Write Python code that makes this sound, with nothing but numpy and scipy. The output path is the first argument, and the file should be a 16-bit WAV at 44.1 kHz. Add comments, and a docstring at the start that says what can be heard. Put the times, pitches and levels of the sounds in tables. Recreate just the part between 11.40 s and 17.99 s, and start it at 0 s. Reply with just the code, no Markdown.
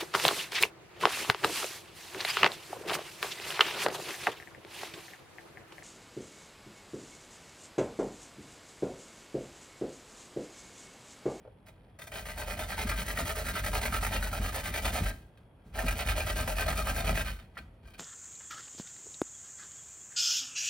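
"""Ginger is rubbed on a steel box grater on a cutting board, in a small kitchen with a faint, steady hush.
The rim knocks on the board and light touches brush the steel; then strokes to and fro run ten a second,
rest briefly at 3.7 s and go on in a new hold. Teeth tear fibres in a dense crackle that rings the box,
juice crackles in the treble, tough fibres snap and the rocking grater makes the worktop rumble.
Touches and a soft ringing tap on the rim end it; a phone close above hears all with two microphone ports."""
import sys
import numpy as np
from scipy import signal
from scipy.fft import rfft, irfft, next_fast_len
from scipy.io import wavfile
from scipy.ndimage import uniform_filter1d

SR = 44100
rng = np.random.default_rng(int(sys.argv[2]) if len(sys.argv) > 2 else 0)


def materialize(psi):
    """Save the field psi as 16-bit PCM at rate SR to the path in sys.argv[1].

    A 1-D psi becomes a single channel; in a 2-D psi each row is a channel.
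    """
    bounded = np.clip(np.atleast_2d(psi).T, -1, 1)
    quanta = np.round(bounded * 32767).astype(np.int16)
    wavfile.write(sys.argv[1], SR, quanta)


N = 290619
T = np.arange(N) / SR
SIZE = next_fast_len(N + SR)
HZ = np.fft.rfftfreq(SIZE, 1 / SR)

# strokes to and fro across the teeth; levels are relative, before grip and filters:
# start_s, rasp_db, juice_db, peak_place (fastest moment as a share of the stroke, held to .38-.62),
# low_lift_db (box's low modes), shake_db (worktop)
STROKES = [(0.713, -44.5, -53, 0.44, 3.5, -44.5), (0.84, -46, -53.5, 0.48, 2, -44.5),
           (0.957, -43, -51, 0.37, 3.5, -40.5), (1.061, -40.5, -48.5, 0.33, 3.5, -41),
           (1.165, -40.5, -49, 0.14, 5.5, -38), (1.268, -40, -48, 0.7, -2.5, -43),
           (1.36, -38, -47.5, 0.1, 2.5, -35), (1.459, -38, -47.5, 0.4, 1.5, -43),
           (1.554, -40.5, -47.5, 0.4, -3.5, -35), (1.648, -40, -47.5, 0.41, 1.5, -40),
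           (1.749, -37.5, -45, .46, 1.5, -40), (1.845, -39, -44.5, 0.5, 3.5, -42),
           (1.942, -38, -45.5, 0.42, 4, -38), (2.037, -39.5, -46.5, 0.4, -1.5, -34.5),
           (2.13, -38, -46, 0.37, 0.5, -39), (2.222, -37.5, -44, 0.44, 2, -35.5),
           (2.311, -36.5, -45, 0.47, 3, -33.5), (2.405, -37.5, -44.5, 0.43, 0, -33),
           (2.504, -37.5, -45, 0.53, -1.5, -32.5), (2.6, -37.5, -44.5, 0.49, 3, -36),
           (2.701, -37, -45.5, 0.45, 3, -35), (2.799, -41, -48.5, 0.3, 0.5, -36),
           (2.905, -40, -48.5, .45, 4, -36.5), (3.005, -40.5, -48, .52, 1.5, -44),
           (3.118, -38.5, -45, 0.42, 3.5, -39), (3.221, -41.5, -48, 0.42, -3, -35),
           (3.32, -37.5, -46, 0.48, 1, -38.5), (3.412, -36.5, -45, 0.55, 0, -30.5),
           (3.515, -37, -45, 0.45, -0.5, -33), (3.621, -39.5, -49, 0.22, -1, -38.5),
           (4.34, -39.5, -50.5, 0.5, 3, -34), (4.448, -37.5, -46, 0.25, 0, -37),
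           (4.552, -38, -47.5, 0.55, -0.5, -36), (4.647, -37, -46, .5, -2.5, -28.5),
           (4.747, -35.5, -47, 0.49, 1, -32.5), (4.848, -37.5, -46.5, 0.51, -2.5, -34),
           (4.948, -38, -45.5, 0.46, 0, -32), (5.05, -38, -46.5, 0.36, 0.5, -34.5),
           (5.154, -34.5, -44, .54, -1, -34), (5.248, -36, -46, 0.6, 0.5, -35.5),
           (5.348, -37.5, -45.5, 0.34, 0, -33.5), (5.442, -37.5, -46, 0.48, 3.5, -32),
           (5.537, -37, -44.5, 0.39, 2, -35), (5.639, -37, -46, 0.37, 1, -29),
           (5.74, -36.5, -45, 0.3, -2.5, -33.5), (5.839, -43, -53, 0.3, -7, -39)]
# tough fibres that snag on a tooth and snap: start_s, level_db (relative), crunch_hz (centre)
SNAGS = [(0.589, -33.5, 1940), (0.617, -26.5, 2430), (0.718, -28, 1940), (0.854, -25.5, 1420),
         (0.886, -23.5, 1620), (0.976, -28, 2220), (1.096, -28, 1230), (1.191, -18.5, 2430),
         (1.377, -25, 902), (1.492, -31, 1570), (1.515, -17, 1260), (1.681, -22, 1630),
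         (1.772, -14.5, 1930), (1.787, -15.5, 663), (1.892, -25, 1970), (1.954, -25, 1390),
         (2.083, -23, 1940), (2.154, -20.5, 1240), (2.239, -23, 1570), (2.262, -16.5, 1850),
         (2.331, -21.5, 1340), (2.452, -18, 1580), (2.524, -19.5, 1340), (2.647, -15, 2090),
         (2.665, -17.5, 1570), (2.722, -23, 1210), (2.825, -21, 1570), (2.928, -18.5, 1250),
         (3.144, -21.5, 1580), (3.339, -20, 2060), (3.445, -28, 1280), (3.658, -22, 1280),
         (4.389, -15.5, 1620), (4.482, -14, 2340), (4.508, -20, 1540), (4.686, -13.5, 2600),
         (5.076, -16.5, 1260), (5.18, -22, 1330), (5.208, -18.5, 1600), (5.281, -22, 1560),
         (5.327, -23, 1570), (5.37, -28, 2470), (5.47, -15, 1340), (5.561, -20.5, 1550), (5.67, -21, 2440),
         (5.773, -21, 1580)]
# the grater tips and bumps the board: start_s, thud_db, shake_db (shaking that follows), both relative
BUMPS = [(1.445, -14.5, -24), (1.811, -48, -27.5), (2.192, -38, -35), (2.745, -40, -36),
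         (2.994, -19.5, -26.5), (3.603, -38, -25), (4.25, -38, -43), (4.431, -21, -26.5), (5.249, -49, -32),
         (5.69, -44, -46), (6.191, -39, -41), (6.43, -70, -43)]


def undb(db):
    """Decibels to gain."""
    return 10 ** (np.asarray(db) / 20)


def unit(response):
    """Scale a frequency response so white noise keeps its power."""
    return response / np.sqrt(np.mean(np.abs(response) ** 2))


def through(x, response):
    """Filter by a frequency response."""
    return irfft(rfft(x, SIZE) * response, SIZE)[..., :N]


def colour(points):
    """Causal response with the given (Hz, dB) outline, scaled so white noise keeps its power."""
    hz, db = np.transpose(points)
    outline_db = np.interp(np.log(HZ + 1), np.log(hz), db)
    # folding the cepstrum forward in time gives minimum phase
    cepstrum = irfft(np.log(undb(outline_db)), SIZE)
    cepstrum[1:SIZE // 2] *= 2
    cepstrum[SIZE // 2 + 1:] = 0
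    return unit(np.exp(rfft(cepstrum)))


def mode(hz, width, freqs=HZ):
    """Response of one resonance, gain 1 at its centre."""
    return 1j * freqs * width / (hz ** 2 - freqs ** 2 + 1j * freqs * width)


def walk(rate):
    """Chance level joined by straight lines between `rate` random points a second, spread a little under 1."""
    return np.interp(T * rate, np.arange(N), rng.standard_normal(N))


def crackle(rate, spread_db):
    """Lone clicks of uneven size and either sign, about `rate` a second, scaled to rms 1."""
    size_chance, time_chance, sign_chance = rng.random((3, N))
    size = undb(spread_db * np.minimum(-np.log(1 - size_chance), 4))
    clicks = (time_chance < rate / SR) * size * np.sign(sign_chance - .5)
    return clicks / clicks.std()


def fade(start, fade_s, rise_s):
    """A quick rise that dies away."""
    live = slice(int(start * SR), int((start + 10 * fade_s) * SR))
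    age = np.maximum(T[live] - start, 0)
    shape = np.zeros(N)
    shape[live] = (1 - np.exp(-age / rise_s)) * np.exp(-age / fade_s)
    return shape


def steady(x):
    """Even out the swell of a ringing, as the hand's constant drive does; rms near 1."""
    return x / np.sqrt(uniform_filter1d(x ** 2, size=2000) + 1e-9)


def hush():
    """Faint steady air of the kitchen, alike at both ports in the bass, with a narrow noise band near 3.3 kHz."""
    # spectrum of the room air: freq_hz, level_db (per Hz)
    air_outline = [(20, 0), (36, -5), (55, -7.5), (105, 0), (170, -6), (250, -13), (550, -15.5),
                   (950, -20.5), (1100, -26), (2700, -35.5), (3250, -38), (3650, -44.5), (6500, -69),
                   (10000, -42), (16000, -67)]
    mid, side = through(rng.standard_normal((2, N)), colour(air_outline))
    difference = through(side, HZ / (HZ + 900))
    air = mid + np.array([[1], [-1]]) * difference
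    narrow_band = through(rng.standard_normal((2, N)), unit(mode(3320, 130) ** 2))
    return undb(-57.5) * air + undb(-85) * narrow_band


def strokes():
    """Rows of the stroke table with their length added: each lasts to the next turn, or until the hand stops."""
    usual_s = .1
    gaps = np.diff([row[0] for row in STROKES], append=np.inf)
    return np.column_stack([STROKES, np.where(gaps < 2 * usual_s, gaps, usual_s)])


def shaking():
    """Strength of the worktop's shaking: strokes drive it, it runs on a little and swells after each bump."""
    build_s, run_on_s, resting_db = .06, .14, -62  # it never quite ends
    drive = np.zeros(N)
    for start, *others, shake_db, length in strokes():
        drive += undb(shake_db) * ((T >= start) & (T < start + length))
    build = uniform_filter1d(drive, int(build_s * SR))
    keep = np.exp(-1 / (run_on_s * SR))
    run_on = signal.lfilter([1 - keep], [1, -keep], drive)
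    swells = sum(undb(shake_db) * fade(start, fade_s=.045, rise_s=.006) for start, thud_db, shake_db in BUMPS)
    return undb(resting_db) + undb(-2) * build + undb(-12) * run_on + swells


def thuds():
    """Each bump of the grater is a short burst of noise, strongest in the bass."""
    blows = sum(undb(thud_db) * fade(start, fade_s=.0071, rise_s=.01) for start, thud_db, shake_db in BUMPS)
    board = colour([(30, -8), (65, 18.5), (100, 14), (150, 6.5), (260, 7), (400, -45), (1200, -44), (8000, -78)])
    return through(blows * rng.standard_normal(N), board)


def worktop(rocking):
    """The rocking grater keeps the worktop's modes shaking and now and then bumps it."""
    # modes of board and worktop: centre_hz, width_hz, level_db (relative)
    wood_modes = [(53.1, 26, -5.5), (73.7, 25, -2.5), (95.8, 2.4, -0.5), (146, 18, -7), (187.1, 26.3, -5),
                  (230.2, 10, -8.5), (257.7, 1.9, -15.5)]
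    outline = colour([(25, -23.5), (45, 6.5), (280, -9.5), (400, -14), (900, -10)])
    body = unit(sum(undb(db) * mode(hz, width) for hz, width, db in wood_modes) * outline)
    rumble = steady(through(rng.standard_normal(N), body))
    shake = (undb(-5.5) * rocking + undb(-4) * rumble) * shaking()
    return shake + undb(3) * thuds()


def handling():
    """Fingers shift on the root and the handle: a faint, patchy rustle."""
    patchy = undb(4 * np.minimum(walk(14), 1.5))
    return undb(-78) * patchy * crackle(rate=500, spread_db=3)


def box(push, size=16384):
    """The steel rings; each stroke loads it at a new place, which detunes the modes and shifts their balance."""
    # modes of the steel box, levels relative:
    # centre_hz, width_hz, first_hold_db, second_hold_db, left_minus_right_db
    steel_modes = [(433, 21.5, -2, -1.5, -4), (608.3, 19, 3.5, 3, -3), (652.6, 26, -3, 2, 13),
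                   (726, 118, -2.5, 0.5, -6), (881, 83, -5.5, -11.5, 3.5), (1017, 23, -13, -9.5, 14.5),
                   (1250, 60, -2, -1, 9.5), (1327, 92, -2, -1, -9), (1565, 34.4, 3.5, 4, 10),
                   (1727, 150, -9, -11.5, -13.5), (1950, 360, -14, -14.5, -14), (1972, 105, 1.5, -2.5, 5),
                   (2284, 164, -9, -7, -5), (2417, 88, -4.5, 0, -0.5), (2736, 58, -12, -12.5, 19.5),
                   (2978, 183, -10, -10.5, -10), (3115, 78, -7, -9, 8), (3725, 65, -4, -5.5, -1),
                   (4300, 58, -13, -10, 13.5)]
    # share of a stroke's low lift that a mode gets: freq_hz, share (0-1)
    low_share = [(900, 1), (1200, 0)]
    regrip_s = 4.0  # the hand on the grater moves to its second hold
    detune_share, scatter_db = .02, 2.8  # typical straying of each mode
    freqs = np.fft.rfftfreq(size, 1 / SR)
    hz, width, first_db, second_db, pan = np.transpose(steel_modes)
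    outline = colour([(200, -2.5), (350, -8.5), (450, 0), (4500, -1), (9000, -14.5)])
    radiation = np.interp(freqs, HZ, outline)
    turns = [int(row[0] * SR) for row in STROKES] + [N]
    # the loading changes at each turn, and every half block while the hand rests
    cuts = {N}
    for a, b in zip([0] + turns, turns):
        cuts.update(range(a, b, size // 2))
    cuts = sorted(cuts)
    out = np.zeros((2, N + size))
    for a, b in zip(cuts, cuts[1:]):
        detune, favour = rng.standard_normal((2, len(steel_modes)))
        hold_db = first_db if a < regrip_s * SR else second_db
        lift_db = np.interp(a, turns[:-1], [row[4] for row in STROKES])
        db = hold_db + scatter_db * favour + lift_db * np.interp(hz, *np.transpose(low_share))
        shapes = mode(hz[:, None] * (1 + detune_share * detune[:, None]), width[:, None], freqs)
        response = unit(undb(db + np.array([pan, -pan]) / 2) @ shapes * radiation)
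        out[:, a:a + size] += irfft(rfft(push[a:b], size) * response, size)
    return out[:, :N]


def rim_knocks():
    """The rim of the grater knocks on the board: short noise bursts in a broad band."""
    # start_s, fade_s, level_db (relative), centre_hz
    knock_table = [(0.049, 0.013, -47, 517), (0.075, 0.011, -50, 503)]
    out = np.zeros(N)
    for start, fade_s, db, hz in knock_table:
        burst = undb(db) * fade(start, fade_s, rise_s=.00064) * rng.standard_normal(N)
        out += through(burst, unit(mode(hz, .57 * hz) ** 2))
    return out


def arch(start, length, peak, power):
    """Speed of the root in one stroke, scaled to rms 1: fastest at its peak, it nearly stops at each turn."""
    turn_speed = .24  # added to a swing from 0 to 1
    peak = np.clip(peak, .38, .62)
    u = np.interp(np.linspace(0, 1, int(length * SR)), [0, peak, 1], [0, .5, 1])
    speed = turn_speed + np.abs(np.sin(np.pi * u)) ** power
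    return np.pad(speed / np.sqrt(np.mean(speed ** 2)), (int(start * SR), N))[:N]


def contact(rocking):
    """How hard fibres are torn and juice is pressed out at each moment."""
    # light touches of root and fingers on the steel, levels relative: start_s, rise_s, fade_s, rasp_db, juice_db
    touch_table = [(.26, .003, 0.024, -54, -61), (0.28, 0.0033, 0.01, -55, -70),
                   (0.587, 0.0035, 0.019, -46, -51.5), (0.61, 0.006, 0.035, -47.5, -51),
                   (0.664, 0.0095, 0.014, -46, -48), (3.725, 0.0015, 0.052, -53.5, -60),
                   (3.972, .003, 0.013, -59, -72), (4.235, .06, 0.056, -59, -68),
                   (4.322, 0.033, .03, -49, -75), (5.937, 0.0018, 0.048, -53.5, -61),
                   (5.987, 0.0024, 0.03, -57.5, -80), (6.146, 0.011, .02, -55, -70),
                   (6.173, 0.0016, 0.018, -42.5, -57.5), (6.425, 0.05, 0.052, -52, -75),
                   (6.455, 0.032, 0.042, -62, -62), (6.534, .008, 0.014, -50, -67),
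                   (6.578, .01, 0.022, -49, -51)]
    tear, wet = np.zeros((2, N))
    for start, rasp_db, juice_db, peak, low_db, shake_db, length in strokes():
        tear += undb(rasp_db) * arch(start, length, peak, power=1.3)
        wet += undb(juice_db) * arch(start, length, peak, power=1.18)
    # the soft root gives, which rounds each turn
    tear, wet = uniform_filter1d(np.array([tear, wet]), size=400)
    # it catches and slips along the rows of teeth, and bites deeper as the grater rocks towards it
    grip_db = 1.4 * walk(210) + .6 * rocking
    for start, level_db, hz in SNAGS:
        # it hangs for 10 ms before a tough fibre gives way, so the rasp dips 5 dB
        grip_db = grip_db - 5 * ((T > start - .01) & (T < start))
    tear = tear * undb(grip_db + .31)
    wet = wet * undb(.5 * grip_db + 2 * walk(120) + .5)
    patchy = undb(2.5 * walk(150))
    for start, rise_s, fade_s, rasp_db, juice_db in touch_table:
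        touch = fade(start, fade_s, rise_s) * patchy
        tear = tear + undb(rasp_db) * touch
        wet = wet + undb(juice_db) * touch
    return tear, wet


def snapping():
    """Each tough fibre breaks in a short burst of cracks with a pitch of its own."""
    fade_s, rise_s = .006, .0006
    out = np.zeros(N + SR)
    age = np.arange(int(10 * fade_s * SR)) / SR
    shape = (1 - np.exp(-age / rise_s)) * np.exp(-age / fade_s)
    for start, db, hz in SNAGS:
        cracks = undb(db) * shape * rng.standard_normal(len(age))
        crunch = signal.lfilter(*signal.iirpeak(hz, 2.5, fs=SR), cracks)
        out[int(start * SR):][:len(age)] += undb(-6) * cracks + undb(3.5) * crunch
    return out[:N]


def grater(tear, wet):
    """Breaking fibres ring the box and are heard directly; bursting cells crackle in the treble."""
    # spectra of torn fibre and of spurting juice: freq_hz, level_db (per Hz)
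    fibre_outline = [(100, -27.5), (300, -3), (700, -4), (2500, -19), (4000, -6.5), (6000, -14.5),
                     (16000, -17.5)]
    juice_outline = [(500, -30), (2500, -10), (4000, -4), (5300, -3), (7800, 1.5), (11000, -2), (15000, 0)]
    snaps = snapping()
    breaks = tear * crackle(rate=1200, spread_db=1.5) + undb(-11) * snaps + handling()
    cells = wet * crackle(rate=6000, spread_db=1) + undb(-17.5) * snaps
    steel = undb(-2.5) * box(breaks)
    torn = undb(-13.5) * through(breaks, colour(fibre_outline))
    juice = undb(1.5) * through(cells, colour(juice_outline))
    return steel + torn + rim_knocks() + juice


def rim():
    """A soft tap on the free rim and its bounce leave a few thin, short rings."""
    # modes of the free rim: centre_hz, width_hz, level_db (relative)
    rim_modes = [(1370, 63, -3), (1420, 60, -7), (1780, 58, 0), (1920, 37, 5), (2681, 30, 6.5),
                 (2820, 110, -18), (3310, 12, -13), (3940, 30, -14), (4920, 16, -5), (5600, 13, -17)]
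    # the tap and its bounce: start_s, level_db (relative)
    tap_table = [(6.1704, -9), (6.1762, -17)]
    contact_s = .00017  # time scale of the bell-shaped press
    push = sum(undb(db) * np.exp(-((T - start) / contact_s) ** 2) for start, db in tap_table)
    push = push / (np.sqrt(np.pi) * contact_s * SR)
    return through(push, unit(sum(undb(db) * mode(hz, width) for hz, width, db in rim_modes)))


def reflections(x, t60_s, treble_t60_s, delay_s):
    """A dense echo tail, different at each port, whose treble dies first."""
    tails = rng.standard_normal((2, N))
    low = through(tails, 1 / (1 + (HZ / 3500) ** 2))
    low_tail = low * undb(-60 * T / t60_s)
    treble_tail = (tails - low) * undb(-60 * T / treble_t60_s)
    tail = (low_tail + treble_tail) * (T > delay_s)
    tail = tail / np.sqrt(np.sum(tail ** 2, axis=1, keepdims=True))
    return through(x, rfft(tail, SIZE))


def scene():
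    """Grater at close range, its echoes from the worktop and the walls, rumble and room air."""
    # phase by which the right microphone port lags: freq_hz, lag_rad
    port_lag = [(0, 0), (2000, 0), (2600, 1.3), (3500, 1.2), (5200, .2), (7200, 3.1), (10300, 6.3),
                (13600, 9.4), (16000, 12.5)]
    # the grater's slow rocking on the board: a narrow band around 46 Hz
    rocking = steady(through(rng.standard_normal(N), unit(mode(hz=46, width=4.5) ** 2)))
    rasp = grater(*contact(rocking)) + rim()
    lag = np.interp(HZ, *np.transpose(port_lag))
    direct = through(rasp, np.exp(-1j * np.outer([0, 1], lag)))
    near = undb(-9) * reflections(rasp, t60_s=.05, treble_t60_s=.04, delay_s=.001)
    walls = undb(-13) * reflections(rasp, t60_s=.42, treble_t60_s=.38, delay_s=.007)
    return undb(2) * direct + near + walls + worktop(rocking) + hush()


def record(dry):
    """The phone cuts the deepest bass and the top of the treble."""
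    low_cut = signal.butter(N=8, Wn=36, btype="high", fs=SR, output="sos")
    top_cut = signal.ellip(10, .2, 80, 15800, fs=SR, output="sos")
    return signal.sosfilt(top_cut, signal.sosfilt(low_cut, dry))


dry = scene()
out = record(dry)
materialize(out)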